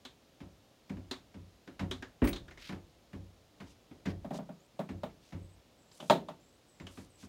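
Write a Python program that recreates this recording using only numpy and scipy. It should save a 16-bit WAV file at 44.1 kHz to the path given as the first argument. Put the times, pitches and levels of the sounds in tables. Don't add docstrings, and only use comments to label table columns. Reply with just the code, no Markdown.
import sys
import numpy as np
from scipy import signal
from scipy.io import wavfile
from scipy.ndimage import uniform_filter1d

SR = 44100
rng = np.random.default_rng(int(sys.argv[2]) if len(sys.argv) > 2 else 0)


def generate_wav(signal):
    frames = np.transpose(np.atleast_2d(signal))
    scaled = np.clip(frames, -1, 1) * 32767
    pcm = np.round(scaled).astype(np.int16)
    wavfile.write(sys.argv[1], SR, pcm)


N = 321048
AGE_S = np.arange(int(0.7 * SR)) / SR


def from_db(db):
    return 10 ** (np.asarray(db) / 20)


def rms_one(x):
    return x / np.sqrt(np.mean(x ** 2) + 1e-20)


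def unit_blow(x):
    return x / np.sqrt(np.sum(x ** 2) / (0.025 * SR) + 1e-20)


def at_hz(points, hz):
    freqs, values = np.transpose(points)
    return np.interp(np.log(hz), np.log(freqs), values)


def add(out, start_s, sound):
    start = max(round(start_s * SR), 0)
    out[start:start + len(sound)] += sound[:N - start]


def band(x, low_hz, high_hz):
    sos = signal.butter(2, [low_hz, min(high_hz, 0.48 * SR)], "band", fs=SR, output="sos")
    return signal.sosfilt(sos, x)


def noise_bands(size):
    edges_hz = 28 * 2 ** np.arange(0, 9.3, 0.4)
    white = rng.standard_normal((2, size + SR // 4))
    rows = [band(white[k % 2], low, high)[-size:]
            for k, (low, high) in enumerate(zip(edges_hz, edges_hz[1:]))]
    return np.sqrt(edges_hz[1:] * edges_hz[:-1]), np.array(rows)


def ring(modes, rise_s, pitch_hz, focus_db, direct, direct_s, scatter_db=0.03):
    hz, level_db, t60_s = np.transpose(modes)[:, :, None]
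    strength, detune, phase = rng.standard_normal((3, len(modes), 1))
    gains = from_db(level_db + scatter_db * strength - focus_db * np.abs(np.log2(hz / pitch_hz)))
    sines = np.sin(2 * np.pi * hz * (1 + 0.0054 * detune) * AGE_S + 1.15 * phase)
    ringing = np.sum(gains * np.exp(-np.log(1000) * AGE_S / t60_s) * sines, axis=0)
    onset = 1 - np.exp(-AGE_S / rise_s)
    return unit_blow(ringing * onset * (1 + direct * np.exp(-AGE_S / direct_s)))


# freq_hz, t60_s
CABIN_DECAY = [(60, 1), (170, 0.62), (400, 0.41), (1000, 0.22), (4000, 0.2), (14000, 0.23)]


def burst(noise, spectrum, rise_s, direct, direct_s):
    hz, rows = noise
    start = rng.integers(0, rows.shape[1] - len(AGE_S))
    tail = np.exp(-np.log(1000) * AGE_S / at_hz(CABIN_DECAY, hz)[:, None])
    onset = 1 - np.exp(-AGE_S / (rise_s + 1 / hz[:, None]))
    bands = rows[:, start:start + len(AGE_S)] * onset * (tail + direct * np.exp(-AGE_S / direct_s))
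    gains = from_db(at_hz(spectrum, hz)) * np.sqrt(hz / np.sum(bands ** 2, axis=1))
    return unit_blow(gains @ bands)


# freq_hz, density_db
HISS_SPECTRUM = [(15, -45), (25, -11), (38, 2.5), (222, 0.5), (307, 1.5), (449, -5), (542, 0.5), (857, -9),
                 (1090, -9), (1430, -14), (3580, -13), (6850, -18.5), (8050, -23), (8970, -24.5),
                 (15800, -28)]


def hiss(level_db=-65):
    hz, rows = noise_bands(N)
    return from_db(level_db) * rms_one(from_db(at_hz(HISS_SPECTRUM, hz)) @ rows)


# freq_hz, density_db
CLICK_SPECTRUM = [(120, 8), (300, 2.5), (600, 6), (1300, 6), (2600, 2), (4200, 0), (5300, -6), (7200, -0.5),
                  (10000, -23), (16000, -13.5)]
# freq_hz, level_db, t60_s
SUPPORT_MODES = [(252, -2.5, 0.2), (274, -4.5, 0.19), (376, -0.5, 0.12)]
# start_s, level_db, pitch_hz
CLICKS = [(0.0506, -45, 3650), (0.8945, -52, 2280), (1.1112, -36.5, 3900), (1.6745, -51.5, 1550),
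          (1.911, -36, 3510), (2.0237, -41, 1700), (2.2726, -36, 2234), (2.3294, -40.5, 3880),
          (2.36, -45, 3660), (2.4809, -51.5, 1600), (2.5093, -51, 1940), (2.5736, -51, 2120),
          (4.0574, -39.5, 1790), (5.0986, -67, 2080), (5.9138, -61, 4760), (6.002, -46.5, 3210),
          (6.7989, -51.5, 2050), (6.8673, -47, 3050)]


def clicks(noise, note_ratio=1.14, reach_ratio=3.3, firm_click_db=-38.5, firm_thud_db=-44.5):
    out = np.zeros(N)
    tick = band(signal.unit_impulse(200), 3000, 21000)
    for start_s, level_db, pitch_hz in CLICKS:
        hardness = np.log2(pitch_hz / 3000)
        thud_db = firm_thud_db + 1.55 * (level_db - firm_click_db)
        snap = burst(noise, CLICK_SPECTRUM, rise_s=0.0008, direct=1.76, direct_s=0.0056)
        note = burst(noise, CLICK_SPECTRUM, rise_s=0.00028, direct=2.1, direct_s=0.0047)
        note = unit_blow(band(note, pitch_hz / note_ratio, pitch_hz * note_ratio))
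        thud = ring(SUPPORT_MODES, rise_s=0.0034, pitch_hz=280, focus_db=-0.5, direct=0.6, direct_s=0.019)
        add(out, start_s, from_db(level_db + 2 + 3 * hardness) * tick)
        add(out, start_s, from_db(level_db - 7) * band(snap, 98.4, pitch_hz * reach_ratio))
        add(out, start_s, from_db(level_db - 7 + 2 * hardness) * note)
        add(out, start_s + 0.0012, from_db(thud_db) * thud)
    return out


# freq_hz, level_db, t60_s
WORKTOP_MODES = [(156.4, -7, 0.23), (168.1, -11, 0.55), (189.4, -0.5, 0.21), (198.3, -7.5, 0.43),
                 (252.7, -0.5, 0.2), (268.9, -1, 0.19), (289.3, -6.5, 0.38), (339.7, -9, 0.61),
                 (383.4, -5.5, 0.16), (425.4, -9, 0.27), (553, -9, 0.63)]
CABINET_MODES = [(51.6, -9.5, 0.33), (61, -7.5, 0.5), (71.5, -14.5, 0.32), (91.7, 3, 0.39),
                 (105.4, -7, .35)]
# freq_hz, density_db
THUD_SPECTRUM = [(60, 1), (130, -0.5), (220, -10.5), (350, -3.5), (480, -13), (800, -14.5), (1300, -38),
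                 (3000, -53)]
SLAP_SPECTRUM = [(300, 0.5), (800, 7.5), (1400, 0.5), (2000, 0), (4000, -8), (6000, -14.5), (10000, -26.5),
                 (16000, -29)]
# start_s, thud_db, slap_db, rise_s
THUMPS = [(0.405, -43.5, -51, 0.011), (0.898, -33.5, -49, 0.014), (0.97, -42.5, -55.5, 0.0062),
          (1.343, -44, -54, 0.027), (1.676, -45, -53, 0.0014), (1.795, -30.5, -37, 0.04),
          (2.22, -20.5, -30.5, .0025), (2.243, -25, -35.5, 0.0026), (2.693, -37.5, -42, 0.007),
          (2.724, -38, -45, 0.0047), (3.132, -39.5, -50, 0.028), (3.603, -43, -46, 0.0072),
          (3.912, -47, -57.5, 0.0017), (4.056, -28.5, -44, 0.022), (4.891, -35.5, -45.5, 0.02),
          (5.324, -38.5, -47.5, 0.044), (6.8, -43.5, -52.5, 0.013), (6.975, -43.5, -48, 0.004),
          (7.228, -46.5, -54.5, 0.012)]


def thumps(noise, push_s=0.018, push_hz=178, push_db=-37.5, push_boom_db=-43.5):
    out = np.zeros(N)
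    for start_s, thud_db, slap_db, rise_s in THUMPS:
        slowness = np.log2(rise_s / push_s)
        pitch_hz = push_hz * 2 ** (-0.21 * slowness)
        boom_db = push_boom_db + 0.63 * (thud_db - push_db) + 4 * slowness
        cushion_hz = np.interp(thud_db, [-29, -23], [15000, 1700])
        top = ring(WORKTOP_MODES, rise_s, pitch_hz, focus_db=8.5, direct=2.6, direct_s=0.061)
        boom = ring(CABINET_MODES, 4.6 * rise_s, pitch_hz=75, focus_db=2, direct=0.9, direct_s=0.091)
        skin = burst(noise, SLAP_SPECTRUM, rise_s=0.0013, direct=0.71, direct_s=0.0036)
        fingers = burst(noise, CLICK_SPECTRUM, rise_s=0.00046, direct=1.0, direct_s=0.0079)
        thud = burst(noise, THUD_SPECTRUM, rise_s, direct=1.5, direct_s=0.039)
        add(out, start_s - 0.001986, from_db(slap_db - 13.5) * unit_blow(band(fingers, 1330, 2510)))
        add(out, start_s - 0.002, from_db(slap_db - 6) * band(skin, 200, cushion_hz))
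        add(out, start_s, from_db(thud_db - 11) * thud)
        add(out, start_s + 0.00078, from_db(thud_db - 3) * top)
        add(out, start_s + 0.0037, from_db(boom_db) * boom)
    return out


def heave(start_s=2.222, level_db=-22, pitch_hz=58, peak_s=0.0091):
    out = np.zeros(N)
    envelope = AGE_S / peak_s * np.exp(1 - AGE_S / peak_s)
    add(out, start_s, from_db(level_db) * envelope * np.sin(2 * np.pi * pitch_hz * AGE_S))
    return out


# freq_hz, level_db
METAL_MODES = [(8559, -6), (9060, -4), (9265, -27), (10131, -10), (11273, -8), (11413, -6), (12080, -10),
               (13286, -12), (14005, -7), (15289, -15), (15686, 3)]
# start_s, level_db
JOLTS = [(2.237, -50.5), (2.268, -47)]


def tinkle(width_hz=55, chatter_s=0.025, rasp_db=-7):
    contacts, ringing = np.zeros((2, N))
    for start_s, level_db in JOLTS:
        chatter = rng.standard_normal(len(AGE_S)) ** 3 * AGE_S * np.exp(-2 * AGE_S / chatter_s)
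        add(contacts, start_s, from_db(level_db) * unit_blow(chatter))
    radius = np.exp(-np.pi * width_hz / SR)
    for freq_hz, level_db in METAL_MODES:
        feedback = [1, -2 * radius * np.cos(2 * np.pi * freq_hz / SR), radius ** 2]
        mode = signal.lfilter([1, 0, -1], feedback, contacts + 1e-18)
        ringing += from_db(level_db) * rms_one(mode)
    return rms_one(ringing) * np.std(contacts) + from_db(rasp_db) * band(contacts, 4000, 14000)


# start_s, length_s, level_db, centre_hz
STROKES = [(2.571, 0.17, -54, 2700), (3.649, 0.1, -67.5, 4000), (4.067, 0.066, -58, 2780),
           (4.323, 0.074, -57, 4000), (5.201, 0.14, -67.5, 3800), (5.891, 0.28, -64, 5460),
           (6.852, 0.24, -66, 5500), (7.166, 0.12, -63.5, 4500)]


def brushes(grain_db=3, clump_db=2, spread_ratio=1.77, air_gain=0.086):
    out = np.zeros(N)
    for start_s, length_s, level_db, centre_hz in STROKES:
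        white, sizes, catches = rng.standard_normal((3, len(AGE_S)))
        clumps = rms_one(uniform_filter1d(catches, size=300))
        grains = white * from_db(grain_db * sizes + clump_db * clumps)
        body = band(grains, centre_hz / spread_ratio, centre_hz * spread_ratio)
        rub = rms_one(body + air_gain * band(grains, 600, 13400))
        envelope = signal.windows.tukey(int(length_s * SR), 0.6)
        add(out, start_s, from_db(level_db) * rub[:len(envelope)] * envelope)
    return out


# freq_hz, level_db, t60_s
WOOD_MODES = [(495, -13, 0.058), (552.7, -4, 0.14), (606.4, 1, 0.16), (600, -1, 0.09), (641.4, -5.5, 0.2),
              (673, -1, 0.17), (785, -2, 0.13), (818, -11, 0.11)]
EDGE_MODES = [(888, 3, 0.18), (928, 2, 0.17), (1032, 0, 0.1), (1174, -9, 0.17), (1180, 1, 0.077),
              (1299, -8, 0.17), (1427, -11.5, 0.16), (1850, -12.5, 0.2)]
PANEL_MODES = [(144.3, -1.5, 0.39), (171.6, 1, 0.32), (200, -1, 0.25), (236.5, -1.5, 0.21),
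               (272.3, 1, 0.16), (389.7, -2, 0.19)]
# freq_hz, density_db
CRACK_SPECTRUM = [(200, -33.5), (900, -18), (2000, -3), (2700, -1.5), (4000, 3), (4900, -16), (7000, -9.5),
                  (10000, -32), (16000, -34.5)]
WOOD_SPECTRUM = [(40, -49), (75, -20), (110, -23), (170, -8), (400, -3), (620, -7.5), (850, -8),
                 (1200, -11.5), (2000, -21), (4000, -40)]
# start_s, level_db, hardness (0-1)
KNOCKS = [(4.246, -43, 0.03), (4.307, -38.5, .05), (4.343, -41.5, 0.4), (4.388, -42, 0.1),
          (4.491, -46.5, 0), (4.792, -34, 0.32), (5.034, -36, 0.57), (6, -50, 0.67), (6.024, -46.5, 0.22),
          (6.099, -17.5, 0.96), (6.286, -41.5, 0.89)]


def knocks(noise):
    out = np.zeros(N)
    for start_s, level_db, hardness in KNOCKS:
        crack_db = level_db + np.interp(hardness, [0, 1], [-26, -13.5])
        clack_db = level_db + np.interp(hardness, [0, 1], [-20.5, -4])
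        panel_db = level_db + np.interp(hardness, [0, 1], [3.5, -10])
        note = ring(WOOD_MODES, rise_s=0.0019, pitch_hz=603, focus_db=-1, direct=1.1, direct_s=0.0077)
        clack = ring(EDGE_MODES, rise_s=0.0009, pitch_hz=950, focus_db=5, direct=1.8, direct_s=0.0059)
        panel = ring(PANEL_MODES, rise_s=0.0029, pitch_hz=194, focus_db=12.5, direct=0.6, direct_s=0.014)
        crack = burst(noise, CRACK_SPECTRUM, rise_s=0.00039, direct=2.1, direct_s=0.0041)
        body = burst(noise, WOOD_SPECTRUM, rise_s=0.000393, direct=1.3, direct_s=0.021)
        add(out, start_s - 0.001, from_db(crack_db) * crack)
        add(out, start_s, from_db(level_db - 3) * note + from_db(clack_db) * clack)
        add(out, start_s + 0.001088, from_db(level_db - 9) * body)
        add(out, start_s + 0.0015, from_db(panel_db) * band(panel, 160, 990))
    return out


# start_s, length_s, level_db, from_hz, to_hz
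SWOOPS = [(4.586, .09, -76, 6600, 8400), (4.747, 0.21, -85, 8500, 8100), (5.35, 0.23, -78, 8300, 8200),
          (5.768, 0.21, -76.5, 7900, 7600), (6.39, .2, -76, 7300, 8400), (6.652, 0.31, -75, 8380, 6960),
          (7.085, 0.11, -73.5, 8670, 7700)]


def whistle(flutter_hz=230, ragged_db=2.5, sag_hz=201):
    out = np.zeros(N)
    lowpass = signal.butter(2, flutter_hz, fs=SR, output="sos")
    for start_s, length_s, level_db, from_hz, to_hz in SWOOPS:
        size = int(length_s * SR)
        along = np.linspace(0, 1, size)
        pitch_hz = from_hz + (to_hz - from_hz) * along - sag_hz * np.sin(np.pi * along)
        fast, slow = rng.standard_normal((2, len(AGE_S)))
        waver = from_db(ragged_db * rms_one(uniform_filter1d(slow, size=900)))
        flutter = rms_one(signal.sosfilt(lowpass, fast) * waver)
        tone = np.sqrt(2) * np.sin(2 * np.pi * np.cumsum(pitch_hz) / SR)
        add(out, start_s, from_db(level_db) * tone * flutter[:size] * signal.windows.tukey(size, 0.3))
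    return out


def scene():
    noise = noise_bands(2 * SR)
    mix = hiss() + clicks(noise) + thumps(noise) + heave() + tinkle() + brushes()
    return (mix + knocks(noise) + whistle())[None]


def record(dry, low_hz=41, high_hz=15900):
    thinned = signal.sosfilt(signal.butter(4, low_hz, "highpass", fs=SR, output="sos"), dry)
    return signal.sosfilt(signal.ellip(12, 0.1, 80, high_hz, fs=SR, output="sos"), thinned)


dry = scene()
out = record(dry)
generate_wav(out)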